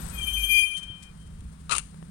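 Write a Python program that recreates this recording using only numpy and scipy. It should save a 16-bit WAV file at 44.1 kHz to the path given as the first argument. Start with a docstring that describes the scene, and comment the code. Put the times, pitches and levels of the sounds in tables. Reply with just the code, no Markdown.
"""A hiss and a wavering, two-note squeal come from the left as a car rolls slowly to a halt.
The brake pad rubs and makes the brake ring: the notes swell, flutter and fade, with thin whistles above.
Below lie tyre noise on the paved street, an engine drone and a low rumble.
Close by, shoes tick on the asphalt, and near the end one scuffs over grit."""
import sys
import numpy as np
from scipy import signal
from scipy.fft import rfft, irfft
from scipy.io import wavfile
from scipy.ndimage import uniform_filter1d

SR = 44100
rng = np.random.default_rng(int(sys.argv[2]) if len(sys.argv) > 2 else 0)


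def put_to_file(sound):
    """Save the sound as 16-bit audio at rate SR, in the file named by the first command-line argument."""
    columns = np.atleast_2d(sound).T  # one column per channel
    safe = np.clip(columns, -1, 1)
    whole_steps = np.round(safe * 32767)
    wavfile.write(sys.argv[1], SR, whole_steps.astype(np.int16))


N = 92610
T = np.arange(N) / SR
HZ = np.maximum(np.fft.rfftfreq(N, 1 / SR), 1)
SQUEAL_BOOST_DB, FLUTTER_PER_S = 6, 51
BRAKE_JITTER = 0.0017   # pitch wobble, as a share of the pitch


def from_db(db):
    """Turn decibels (dB) into a gain to multiply by."""
    return 10 ** (np.asarray(db) / 20)


def rms_one(x):
    """Scale a signal so its average strength (rms) is 1."""
    return x / np.sqrt(np.mean(x ** 2) + 1e-20)


def curve(rows):
    """Join (seconds, value) rows by straight lines."""
    return np.interp(T, *np.transpose(rows))


def swell(rows):
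    """Gain from (seconds, dB) rows, dying away outside them."""
    outside = np.maximum(rows[0][0] - T, 0) + np.maximum(T - rows[-1][0], 0)
    return from_db(curve(rows)) * np.exp(-outside / 0.021)


def burst(start, decay, attack=0.0012):
    """A quick rise, then a fade; times in seconds."""
    age = np.maximum(T - start, 0)
    return np.minimum(age / attack, 1) * np.exp(-np.maximum(age - attack, 0) / decay)


def response(tone):
    """Gain at each frequency from (Hz, dB) rows."""
    hz, db = np.transpose(tone)
    return from_db(np.interp(np.log(HZ), np.log(hz), db))


def colour(x, tone):
    """Shape a signal's bass and treble; strength 1."""
    return rms_one(irfft(rfft(x) * response(tone), N))


def noise(tone):
    """Noise with the given tone."""
    return colour(rng.standard_normal(N), tone)


def grains(tone, per_s=5000, spread_db=2):
    """A dense crackle of tiny random clicks."""
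    sizes = from_db(spread_db * np.minimum(rng.exponential(1, N), 4)) * rng.choice([-1, 1], N)
    return colour(sizes * (rng.random(N) < per_s / SR), tone)


def drift(per_s):
    """A smooth random wander of about 1 either way."""
    return rms_one(irfft(rfft(rng.standard_normal(N)) / (1 + (HZ / per_s) ** 2), N))


def even(x, samples=3000):
    """Hold a noise's loudness steady."""
    return x / np.sqrt(uniform_filter1d(x ** 2, samples) + 1e-9)


def turn(hz, jitter):
    """The growing angle (phase) of a vibration; jitter makes its pitch wobble."""
    return 2 * np.pi * np.cumsum(hz * (1 + jitter * drift(per_s=66))) / SR


def ringing(phase, width_hz):
    """A narrow band of noise around a note."""
    return drift(width_hz) * np.sin(phase) + drift(width_hz) * np.cos(phase)


def air():
    """Faint background noise, separate for each ear."""
    # Each row: frequency in Hz, relative level in dB.
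    tone = [(100, 3.5), (400, -16.5), (2500, -14), (9500, -25.5), (12000, -25), (15800, -35)]
    return from_db(-63.5) * np.array([noise(tone), noise(tone)])


def rumble():
    """A low rumble that comes in surges."""
    # Each row: time in seconds, level in dB.
    level = [(0.0, -64), (0.04, -31.5), (0.08, -43), (0.21, -34.5), (0.29, -43), (0.82, -57), (0.86, -41.5),
             (0.91, -56.5), (1.48, -38.5), (1.53, -49), (1.82, -43.5), (1.92, -51.5)]
    # Each row: frequency in Hz, relative level in dB.
    tone = [(15, -16.5), (30, -9.5), (42, -10), (53, 2), (66, 0), (80, -6.5), (120, -18.5), (200, -30.5),
            (400, -70)]
    return from_db(curve(level)) * even(noise(tone + [(2000, -100)]))


def engine():
    """The engine drones: two unsteady notes in low noise."""
    # Each row: time in seconds, relative level in dB.
    level = [(0.0, -37.5), (0.2, -44), (0.74, -63.5), (0.77, -50), (1.39, -43.5), (1.93, -47.5),
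             (1.98, -41.5)]
    # Each row of both: frequency in Hz, relative level in dB.
    notes = [(161, -5.5), (189, -7.5)]
    tone = [(80, -11.5), (125, -5), (170, 4.5), (200, -5.5), (250, -9.5), (330, -21.5), (600, -21.5)]
    hum = sum(np.sqrt(2) * from_db(db) * np.sin(turn(hz, jitter=0.027)) for hz, db in notes)
    return from_db(curve(level) - 6) * (even(noise(tone + [(3000, -114)])) + hum)


def boom():
    """A deep note sinks in pitch as the car slows."""
    # Each row: time in seconds, level in dB, pitch in Hz.
    path = [(0.27, -45.5, 57.48), (0.34, -35.5, 54.4), (0.42, -33.5, 52.4), (0.62, -49.5, 42.8)]
    gain = swell([(s, db) for s, db, _ in path])
    pitch = curve([(s, hz) for s, _, hz in path])
    return np.sqrt(2) * gain * np.sin(turn(pitch, jitter=0.029))


def tyres():
    """Tyres roll on the street, growing quieter."""
    # Each row: time in seconds, relative level in dB.
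    level = [(0.0, -50), (0.04, -51), (0.64, -63), (0.8, -62), (1.24, -67), (1.6, -66.5)]
    # Each row: frequency in Hz, relative level in dB.
    tone = [(200, 2.5), (350, -6), (550, -5), (900, 0), (1400, -1), (2000, -8.5), (3200, -10.5),
            (6000, -16.5)]
    return from_db(curve(level) + 9) * noise(tone + [(16000, -41)])


def footsteps():
    """Soles crack bits of grit and tick softly; a heel lands with a thump."""
    # Each row of both: start in seconds, level in dB, fade time in seconds.
    cracks = [(0.767, -38, 0.006), (0.775, -34.5, 0.013), (0.828, -43.5, 0.013), (1.024, -43.5, 0.018),
              (1.029, -39, 0.0017), (1.035, -36.5, .002), (1.406, -46.5, .003)]
    ticks = [(1.9428, -41, 0.002), (2.026, -37, 0.0013)]
    # Each row of both: frequency in Hz, relative level in dB.
    crack_tone = [(1000, -13), (3000, -1), (5000, -4.5), (9000, 2), (10500, -2), (13000, -27), (15800, -27)]
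    tick_tone = [(200, -4), (800, 5), (1800, -3), (3300, -12), (10000, -29)]
    # In order: start and fade time in seconds, pitch in Hz, level in dB.
    heel = (0.9, 0.0041, 97, -28)
    crack_gain = np.sqrt(sum((from_db(db) * burst(s, decay)) ** 2 for s, db, decay in cracks))
    tick_gain = sum(from_db(db) * burst(s, decay) for s, db, decay in ticks)
    start, decay, hz, db = heel
    thump = from_db(db) * burst(start, decay) * np.sin(2 * np.pi * hz * (T - start))
    return crack_gain * grains(crack_tone) + tick_gain * noise(tick_tone) + thump


def scuff():
    """A sole catches again and again: each catch rings it at two pitches, crunches and sprays grit."""
    # Each row: start and fade time in seconds, low pitch in Hz, its relative level in dB,
    # upper pitch in Hz, relative levels of crunch and grit in dB.
    catches = [(1.6941, 0.016, 1150, -27, 3900, -31.5, -34.5), (1.702, 0.0067, 1154, -26.5, 3904, -49, -42),
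               (1.7086, 0.021, 1259, -34, 4106, -22.5, -26), (1.716, .010, 1300, -22.5, 2496, -21.5, -30),
               (1.7204, 0.014, 1286, -22, 2462, -18.5, -24.5), (1.727, 0.012, 1234, -24, 2593, -28, -27),
               (1.738, 0.0066, 1189, -21, 2635, -34, -23.5),
               (1.7502, 0.0053, 1199, -22.5, 2743, -21.5, -23.5),
               (1.7608, 0.0083, 1091, -38, 2707, -25.5, -20.5), (1.771, 0.0033, 1120, -49, 2790, -27, -26),
               (1.7813, 0.0047, 1464, -31, 2763, -22, -15), (1.7922, 0.0064, 1466, -39, 2880, -33, -34.5)]
    # Each row of both: frequency in Hz, relative level in dB.
    crunch_tone = [(150, -26), (350, -13), (700, -8), (1200, -1.5), (1800, -10), (2700, 2.5), (3400, -6),
                   (4300, -2), (5500, -11), (8000, -6), (12000, -58)]
    grit_tone = [(3000, -25), (5000, -37), (6000, -5), (7900, -4), (9200, 6.5), (10600, -12.5),
                 (12500, -46)]
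    starts, decays, low_hz, low_db, upper_hz, crunch_db, grit_db = np.transpose(catches)
    hits = np.array([burst(s, decay) for s, decay in zip(starts, decays)])
    tails = from_db(-29.5) * np.array([burst(s, decay=0.069) for s in starts])
    latest = np.maximum(np.searchsorted(starts, T) - 1, 0)   # the latest catch sets the pitches
    low, upper = (even(ringing(turn(hz[latest], jitter=0), width_hz=116), samples=400)
                  for hz in (low_hz, upper_hz))

    def gain(db, shapes):
        """Overlapping noises add up as squares."""
        return np.sqrt(from_db(db) ** 2 @ shapes ** 2)

    sole = gain(low_db - 1, hits) * low
    crunch = gain(crunch_db, hits) * (from_db(-4.5) * upper + from_db(-1.5) * grains(crunch_tone))
    grit = gain(grit_db, np.hypot(hits, tails)) * grains(grit_tone)
    crunch_tail = gain(crunch_db - 1.5, tails) * noise(crunch_tone)
    return sole + crunch + grit + crunch_tail


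def pad_hiss():
    """The brake pad rubs with a flickering hiss."""
    # Each row: time in seconds, relative level in dB.
    level = [(0.0, -52), (0.49, -52), (0.668, -58.5), (0.806, -68), (0.984, -67.5)]
    # Each row: frequency in Hz, relative level in dB.
    tone = [(1500, -10.5), (2500, -10.5), (4200, -7.5), (5400, -9.5), (7000, -6), (8300, 1), (9400, 5),
            (10300, -9.5), (12000, -21), (14000, -26), (15800, -12)]
    flicker_db = 1.73 * drift(per_s=40)
    return from_db(curve(level) + 9 + flicker_db) * noise(tone)


def pad_rasp():
    """The pad chatters briefly at the height of the squeal."""
    # In order: middle and width in seconds, relative level in dB.
    chatter = (0.577, 0.012, -41)
    # Each row: frequency in Hz, relative level in dB.
    tone = [(1500, -39), (2100, -2), (3300, 4), (4200, -28), (9700, -2), (11000, -49)]
    middle, width, db = chatter
    return from_db(db + SQUEAL_BOOST_DB) * np.exp(-.5 * ((T - middle) / width) ** 2) * grains(tone)


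def whistles():
    """The brake disc rings faintly at two high pitches; the pad adds a short falling chirp."""
    # Each row of both: time in seconds, relative level in dB.
    top_level = [(0.0, -52), (0.112, -69), (0.136, -46.5), (0.222, -61), (0.25, -48.5), (0.44, -49.5),
                 (0.516, -41), (0.628, -52), (0.85, -100)]
    thin_level = [(0, -67), (.06, -54), (.2, -58), (.26, -65), (.5, -75)]
    # In order: start and fade time in seconds, first and last pitch in Hz, relative level in dB.
    glide = (0.4, 0.04, 6194, 6080, -49.5)
    top_hz, thin_hz, flutter_db = 11805, 8030, 4.5
    disc = sum(swell(level) * from_db(flutter_db * drift(FLUTTER_PER_S)) * np.sin(turn(hz, jitter=0.0025))
               for level, hz in ((top_level, top_hz), (thin_level, thin_hz)))
    start, decay, from_hz, to_hz, db = glide
    pitch = to_hz + (from_hz - to_hz) * np.exp(-np.maximum(T - start, 0) / decay)
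    phase = turn(pitch, BRAKE_JITTER)
    octave = from_db(-11) * np.sin(2 * phase)
    chirp = from_db(db) * burst(start, decay, attack=0.007) * (np.sin(phase) + octave)
    return np.sqrt(2) * from_db(7.5) * (disc + chirp)


def brake_note(level, pitch, overtones):
    """Rubbing keeps the brake vibrating at one note, with overtones above and faint noise around it."""
    # The pad catches unevenly until the squeal locks in. Each row: time in seconds, depth in dB.
    flutter = [(.4, 2), (.52, 0.77)]
    swing = swell(level) * from_db(curve(flutter) * drift(FLUTTER_PER_S))
    full = swell(level).max()
    phase = turn(curve(pitch), BRAKE_JITTER)
    note = swing * (np.sin(phase) + from_db(-60) * ringing(phase, width_hz=160))
    fade_start_s, fade_db_per_s, flutter_db = 0.73, 108, 3
    fade_db = fade_db_per_s * np.maximum(T - fade_start_s, 0)   # the note turns pure as the wheel stops
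    for multiple, db, growth in overtones:
        gain = from_db(db - fade_db + flutter_db * drift(FLUTTER_PER_S))
        note += full * (swing / full) ** growth * gain * np.sin(multiple * phase)
    return np.sqrt(2) * from_db(SQUEAL_BOOST_DB) * note


def brake_squeal():
    """The brake rings at two of its natural pitches at once."""
    # Each row of both: time in seconds, relative level in dB.
    low_level = [(0.1, -76), (0.132, -55.5), (0.212, -41.5), (0.248, -59), (0.28, -34), (0.312, -43),
                 (0.342, -68), (0.376, -32), (0.408, -38), (0.423, -38.5), (0.478, -40.5), (0.505, -24.5),
                 (0.555, -22), (0.595, -19), (0.62, -28), (0.642, -22.5), (0.688, -44.5), (0.71, -35),
                 (0.733, -35.5), (0.778, -55), (0.792, -68), (0.822, -49), (0.9, -60.5), (1.1, -60.5),
                 (1.14, -80)]
    high_level = [(0.13, -65), (0.19, -40), (0.206, -51), (0.22, -32), (0.24, -30), (0.257, -41),
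                  (0.272, -34.5), (0.302, -32.5), (0.322, -36.5), (0.355, -28), (0.412, -37.5),
                  (0.435, -26), (0.48, -35), (0.52, -27.5), (0.568, -30), (0.59, -25.5), (0.628, -30.5),
                  (0.639, -37), (0.644, -52), (0.652, -37), (0.668, -33.5), (0.695, -36.5), (0.713, -37.5),
                  (0.73, -45), (0.756, -31.5), (0.78, -36), (0.808, -47), (0.834, -40), (0.865, -51.5),
                  (0.892, -41.5), (0.95, -47.5), (1.02, -59), (1.08, -57), (1.138, -83), (1.218, -64),
                  (1.4, -82.5)]
    # Each row of both: time in seconds, pitch in Hz.
    low_pitch = [(0.129, 2490), (0.217, 2396), (0.398, 2448), (0.425, 2410), (0.521, 2415), (0.62, 2438),
                 (0.85, 2425)]
    high_pitch = [(0.2, 3183), (0.262, 3126), (0.478, 3161), (0.569, 3161), (0.701, 3141), (1.101, 3135)]
    # Each row of both: multiple of the pitch, dB against the note at its loudest,
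    # growth (above 1, the overtone swells faster than the note).
    low_overtones = [(2, -25.5, 1.35), (3, -32, 1.3), (4, -17.5, 1.5), (6, -53, 1.7)]
    high_overtones = [(2, -21, 0.85), (3, -12, 0.86), (4, -41, 0.96)]
    low = brake_note(low_level, low_pitch, low_overtones)
    return low + brake_note(high_level, high_pitch, high_overtones)


def street_echoes(x, dull_above_hz=4000):
    """The street throws back two dull echoes."""
    # Each row: delay in seconds, level in dB.
    echoes = [(0.022, -27.5), (0.045, -24)]
    bounces = sum(from_db(db) * np.exp(-2j * np.pi * HZ * delay) for delay, db in echoes)
    return irfft(rfft(x) * bounces / (1 + 1j * HZ / dull_above_hz), N)


def far_ear(left, lag_s=0.00058):
    """Sound from the left reaches the right ear later and duller."""
    # Each row: frequency in Hz, level in dB against the left ear.
    shadow = [(60, 0), (170, 2.5), (350, -1.5), (700, -8), (1200, -17), (2430, -17), (3150, -21.5),
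              (4200, -25.5), (6300, -26), (9400, -30), (12000, -36)]
    return irfft(rfft(left) * response(shadow) * np.exp(-2j * np.pi * HZ * lag_s), N)


def scene():
    """Car and shoes on the left, faint air all around."""
    near = brake_squeal() + pad_rasp() + whistles() + scuff() + footsteps()
    left = near + street_echoes(near) + pad_hiss() + tyres() + engine() + rumble() + boom()
    return np.array([left, far_ear(left)]) + air()


def record(dry):
    """Cut off the highest treble steeply."""
    cutoff_hz = 15900
    return signal.sosfilt(signal.ellip(12, .1, 90, cutoff_hz, fs=SR, output="sos"), dry)


dry = scene()
out = record(dry)
put_to_file(out)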